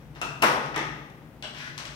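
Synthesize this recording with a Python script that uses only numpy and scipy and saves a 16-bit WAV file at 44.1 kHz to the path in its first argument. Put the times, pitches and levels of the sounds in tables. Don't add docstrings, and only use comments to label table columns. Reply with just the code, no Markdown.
import sys
import numpy as np
from scipy import signal
from scipy.fft import rfft, irfft
from scipy.io import wavfile
from scipy.ndimage import uniform_filter1d

SR = 44100
rng = np.random.default_rng(int(sys.argv[2]) if len(sys.argv) > 2 else 0)


def persist_wave(psi):
    counts = np.round(np.clip(psi, -1, 1) * 32767).astype(np.int16)
    wavfile.write(sys.argv[1], SR, np.atleast_2d(counts).T)


N = 85995
T = np.arange(N) / SR
HZ = np.fft.rfftfreq(8192, 1 / SR)

# pitch_hz, level_db
AIR_TONE = [(20, -31), (38, -25), (54, 3.5), (70, -7.5), (95, -9), (135, 3), (180, -9.5), (220, -3),
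            (400, -12.5), (1000, -20), (2500, -28.5), (5000, -38.5), (8000, -42), (15500, -40)]
# time_s, level_db
HUM_LEVELS = [(0, -46), (.27, -45), (.4, -47.5), (.8, -42.5), (1.15, -50), (1.38, -65.5), (1.6, -50),
              (1.75, -46.5), (1.95, -55.5)]
# pitch_hz, likeness
STEREO_LIKENESS = [(50, 1), (150, 0.92), (300, 0.99), (600, 0.71), (1200, 0.34), (4000, 0.013)]
# pitch_hz, gain_db
RIGHT_SHADE = [(60, -8), (300, -3.5), (1200, -4), (2400, -5), (4000, -7.5), (6000, -17.5), (8000, -27),
               (10000, -18.5), (15000, -8)]
# pitch_hz, fade_s
ROOM_FADE = [(100, 1.26), (300, 1.2), (700, 1.034), (1500, 0.88), (3000, 0.91), (6000, 0.79), (9000, 0.56),
             (15000, 0.42)]
# pitch_hz, level_db, fade_s
DOOR_NOTES = [(499.6, -27.5, 0.94), (905, -34, 1.5), (1005, -28, 0.77), (1052, -33, 0.61),
              (1263, -22, 0.97), (1338, -28, 0.58), (1499, -36, 0.56), (1468, -31.5, 1.2)]
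# pitch_hz, level_db
BOOM_TONE = [(40, -57), (110, -23.5), (215, -4), (330, -5.5), (600, 0), (950, 3.5), (1350, 2), (2000, -2),
             (3000, -8.5), (4500, -16), (5700, -12.5), (7000, -43), (15000, -87)]
TICK_TONE = [(200, -37), (1000, -6), (2500, 4), (4500, -3.5), (6000, -0.5), (7500, -3.5), (11000, -2.5),
             (15500, -7)]
RASP_TONE = [(150, -18), (500, -14), (1200, -4), (2200, 1.5), (3300, -2), (4500, -6), (5750, -4.5),
             (6800, -14.5), (10000, -21.5), (15000, -31)]
# start_s, length_s, rasp_db, ring_db
ECHO_AND_SLIDES = [(0, 0.029, -57.5, -61), (0.147, 0.027, -46.5, -68), (0.723, 0.043, -57, -48),
                   (1.532, 0.17, -40, -42.5), (1.812, 0.14, -55, -64)]
# pitch_hz, width_hz, level_db
TRACK_RING = [(1476, 23, 0.5), (1710, 92, -6), (2050, 84, -6.5), (2620, 37, -5)]
UPPER_SHUT_RING = [(305, 160, -4), (694, 103, 0.5), (940, 72, 2), (1328, 110, 6.5), (1590, 190, -3.5),
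                   (2620, 75, 5.5), (2736, 41, 4.5), (3330, 920, -11), (5700, 390, -11), (7500, 320, -16)]
LOWER_SHUT_RING = [(614, 13, 3), (818, 33, -4), (1560, 90, -3.5), (2170, 89, -9.5), (2920, 190, 1),
                   (3410, 68, -0.5), (4050, 130, -7), (4650, 100, -7.5), (5520, 220, -11.5),
                   (8000, 400, -18.5)]
LOWER_DRAWN_RING = [(810, 36, -12), (1170, 260, 4.5), (1510, 150, 0), (1800, 200, 1), (2200, 200, 1),
                    (3360, 860, -8), (4260, 710, 0), (5830, 650, -1), (7900, 570, -8)]
# pitch_hz, width_hz, level_db
HUM_AND_UPPER_DRAWN_RING = [(147.8, 7.2, 4), (316, 23, 5.5), (432, 28, 1.5), (856, 63, 2), (1240, 48, 6.5),
                            (1620, 130, -9), (1916, 223, 5), (2050, 65, -5), (3300, 510, -7.5),
                            (5700, 320, -11.5)]
# start_s, level_db
PING_KNOCKS = [(0.2146, -26), (0.4239, -13.5)]
# start_s, boom_db, ring_db, tick_db, #
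UPPER_BOLT_BLOWS = [(0.158, -14, -39, -35, 6, 1), (.2154, -23, 4.5, -6.5, 0, 0.04),
                    (0.4208, -1.5, 3, -8, 1.5, 1), (0.4242, 14, 4.5, 2.5, 3, 0.8),
                    (0.4366, 12, 3, -7.5, 1.5, 0.5), (0.4410, 7.5, -2.5, -11, 9.5, 0.4),
                    (.661, -26, -26, -19, 2, 0.7), (0.7431, -3, -4.5, -27, -6, 0.83),
                    (0.7609, -11, -9, -14, 4.5, 0.75), (.7625, -1.5, 6.5, -8.5, -0.5, 1),
                    (.778, -9, -1, -18, 7, 0.53), (1.1012, -43, -46, -34, 12.5, 0.8)]
LOWER_BOLT_BLOWS = [(1.4253, -18.5, -4, -14, 1, 0), (1.4395, -10, -5, -22, -5, 0.06),
                    (1.7788, -26, -6.5, -8.5, -.5, 1), (1.7812, -24, -14, -24, 13, 0.7),
                    (1.7868, -32, -20, -16, -0.5, 1), (1.7960, -12, -11.5, -26, -8, 0.74),
                    (1.8538, -20, -8, -15, 2, 0.6)]


def amp(db):
    return 10 ** (np.asarray(db) / 20)


def unit(x):
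    return x / np.sqrt(np.sum(x ** 2) + 1e-20)


def read(table, hz):
    pitches, values = np.transpose(table)
    return np.interp(np.log(hz + 1), np.log(pitches + 1), values)


def add(mix, start_s, sound):
    part = mix[:, max(round(start_s * SR), 0):][:, :sound.shape[1]]
    part += sound[:, :part.shape[1]]


def peaks(table):
    return np.sqrt(sum(amp(db) ** 2 / (1 + ((HZ - hz) / width) ** 2) ** 1.5 for hz, width, db in table))


def tap_sound(tone):
    log_tone = np.log(np.maximum(tone, 1e-5))
    mirrored = np.concatenate([log_tone, log_tone[-2:0:-1]])
    spectrum = np.exp(np.conj(signal.hilbert(mirrored)))
    return unit(np.fft.ifft(spectrum).real[:len(HZ)])


def noise_pair(tone=lambda hz: 1):
    hz = np.fft.rfftfreq(N, 1 / SR)
    left, other = rfft(rng.standard_normal((2, N)))
    likeness = read(STEREO_LIKENESS, hz)
    right = likeness * left + np.sqrt(1 - likeness ** 2) * other
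    pair = irfft(np.array([left, right]) * tone(hz), N)
    return pair / pair[0].std()


def background(air_db=-46, hum_hz=144.2, hum_width_hz=22.7, right_db=-4.5):
    air = amp(air_db) * noise_pair(lambda hz: amp(read(AIR_TONE, hz)))
    hum = noise_pair(lambda hz: np.exp(-((hz - hum_hz) / hum_width_hz) ** 2))
    hum *= amp(np.interp(T, *np.transpose(HUM_LEVELS)))
    return (air + hum) * amp([[0], [right_db]])


def even_out(echo, width_hz=70):
    spectrum = rfft(echo)
    power = (abs(spectrum) ** 2).mean(0)
    bins = int(width_hz * N / SR)
    gain = np.sqrt(uniform_filter1d(power, 10 * bins) / uniform_filter1d(power, bins))
    return irfft(spectrum * gain, N) * (T < T[-1] - 0.2)


def in_room(sound, direct_db, gap_s=0.0011, build_s=0.0044):
    hz, t, spectra = signal.stft(noise_pair(), SR, nperseg=256)
    fade = amp(-60 * t / read(ROOM_FADE, hz)[:, None])
    echo = signal.istft(spectra * fade, SR, nperseg=256)[1][:, :N]
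    echo *= 1 + amp(-4) * np.exp(-T / 0.1)
    echo = even_out(echo) * np.clip((T - gap_s) / build_s, 0, 1)
    echo /= np.linalg.norm(echo[0])
    echo[:, 0] += amp(direct_db)
    return signal.fftconvolve(sound[None], echo, axes=1)[:, :N]


def door_notes(bang_s=0.428, build_s=0.0044, gain_db=-1):
    out = np.zeros((2, N))
    for hz, db, fade_s in DOOR_NOTES:
        loudness = amp(gain_db + db - 60 * T / fade_s) * (1 - np.exp(-T / build_s))
        phase = rng.random() + rng.uniform(-0.43, 0.72, (2, 1)) * (1 - read(STEREO_LIKENESS, hz))
        add(out, bang_s, loudness * np.cos(2 * np.pi * (hz * T + phase)))
    return out


def echo_and_slides(slips_per_s=1800):
    rubbing = np.zeros((2, N))
    for start_s, length_s, rasp_db, ring_db in ECHO_AND_SLIDES:
        progress = T[T < length_s] / length_s
        chance, size, side = rng.random((3, N))[:, :len(progress)]
        strength = amp(-2 * np.log(size + 0.026))
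        slips = (chance < slips_per_s / SR) * strength * np.sign(side - 0.5)
        slips = np.sqrt(len(slips)) * unit(slips)
        swells = np.sin(np.pi * np.array([progress ** 0.57, progress ** 2.3])) ** 0.55
        add(rubbing, start_s, amp([[rasp_db], [ring_db]]) * slips * swells)
    taps = np.array([tap_sound(amp(read(RASP_TONE, HZ))), tap_sound(peaks(TRACK_RING))])
    sound = signal.fftconvolve(rubbing, taps, axes=1).sum(0)[:N]
    return in_room(sound, direct_db=-5.5)


def pings(pitches_hz=(2610, 2790), fade_s=0.16):
    out = np.zeros((2, N))
    notes = np.mean([np.sin(2 * np.pi * hz * T) for hz in pitches_hz], 0)
    for start_s, db in PING_KNOCKS:
        ping = notes * amp(db - 60 * T / fade_s)
        add(out, start_s, ping[None])
    return out


def chatter(decay_s, samples=2048):
    fade = np.exp(-T[:samples] / decay_s)
    burst = rng.standard_normal(samples) * fade
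    for _ in range(4):
        spectrum = rfft(burst * np.sqrt(fade))
        burst = irfft(spectrum / (abs(spectrum) + 1e-12))
    return unit(burst * (T[:samples] < T[samples // 2]))


def steel_tick(level_db, tilt_db_per_octave, top_hz=11800):
    tone = amp(read(TICK_TONE, HZ) + tilt_db_per_octave * np.log2((HZ + 1) / top_hz))
    cutoff_hz = top_hz * amp(0.38 * level_db)
    return amp(level_db) * tap_sound(tone / np.sqrt(1 + (HZ / cutoff_hz) ** 6))


def blend(sounds):
    power = sum(abs(rfft(sound, 2 * len(HZ) - 2)) ** 2 for sound in sounds)
    return np.linalg.norm(sounds) * tap_sound(np.sqrt(power / power.max()))


def bolt(blows, shut_peaks, drawn_peaks):
    out = np.zeros((2, N))
    door = tap_sound(amp(read(BOOM_TONE, HZ)))
    shut_power, drawn_power = unit(peaks(shut_peaks)) ** 2, unit(peaks(drawn_peaks)) ** 2
    for start_s, boom_db, ring_db, tick_db, tilt, drawn_back in blows:
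        notes = tap_sound(np.sqrt((1 - drawn_back) * shut_power + drawn_back * drawn_power))
        boom = signal.fftconvolve(chatter(decay_s=0.0064), amp(boom_db) * door)
        ring = signal.fftconvolve(chatter(decay_s=0.00274), amp(ring_db) * notes)
        tick = signal.fftconvolve(chatter(decay_s=0.0034), steel_tick(tick_db, tilt))
        echo = in_room(blend([boom, ring, tick]), direct_db=-np.inf)
        direct = amp(-8.5) * (boom + ring) + amp(-2.5 - 0.21 * tick_db) * tick
        add(out, start_s, echo)
        add(out, start_s, direct[None])
    return out


def scene(right_delay_s=0.00023):
    upper = bolt(UPPER_BOLT_BLOWS, UPPER_SHUT_RING, HUM_AND_UPPER_DRAWN_RING)
    lower = bolt(LOWER_BOLT_BLOWS, LOWER_SHUT_RING, LOWER_DRAWN_RING)
    left, right = upper + lower + pings() + door_notes() + echo_and_slides()
    hz = np.fft.rfftfreq(2 * N, 1 / SR)
    shade = amp(read(RIGHT_SHADE, hz))
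    delay = np.exp(-2j * np.pi * hz * right_delay_s)
    right = irfft(rfft(right, 2 * N) * shade * delay)[:N]
    return np.array([left, right]) + background()


def record(dry):
    low_pass = signal.firwin(511, 15900, window=("kaiser", 9), fs=SR)
    return signal.oaconvolve(dry, low_pass[None], "same")


dry = scene()
out = record(dry)
persist_wave(out)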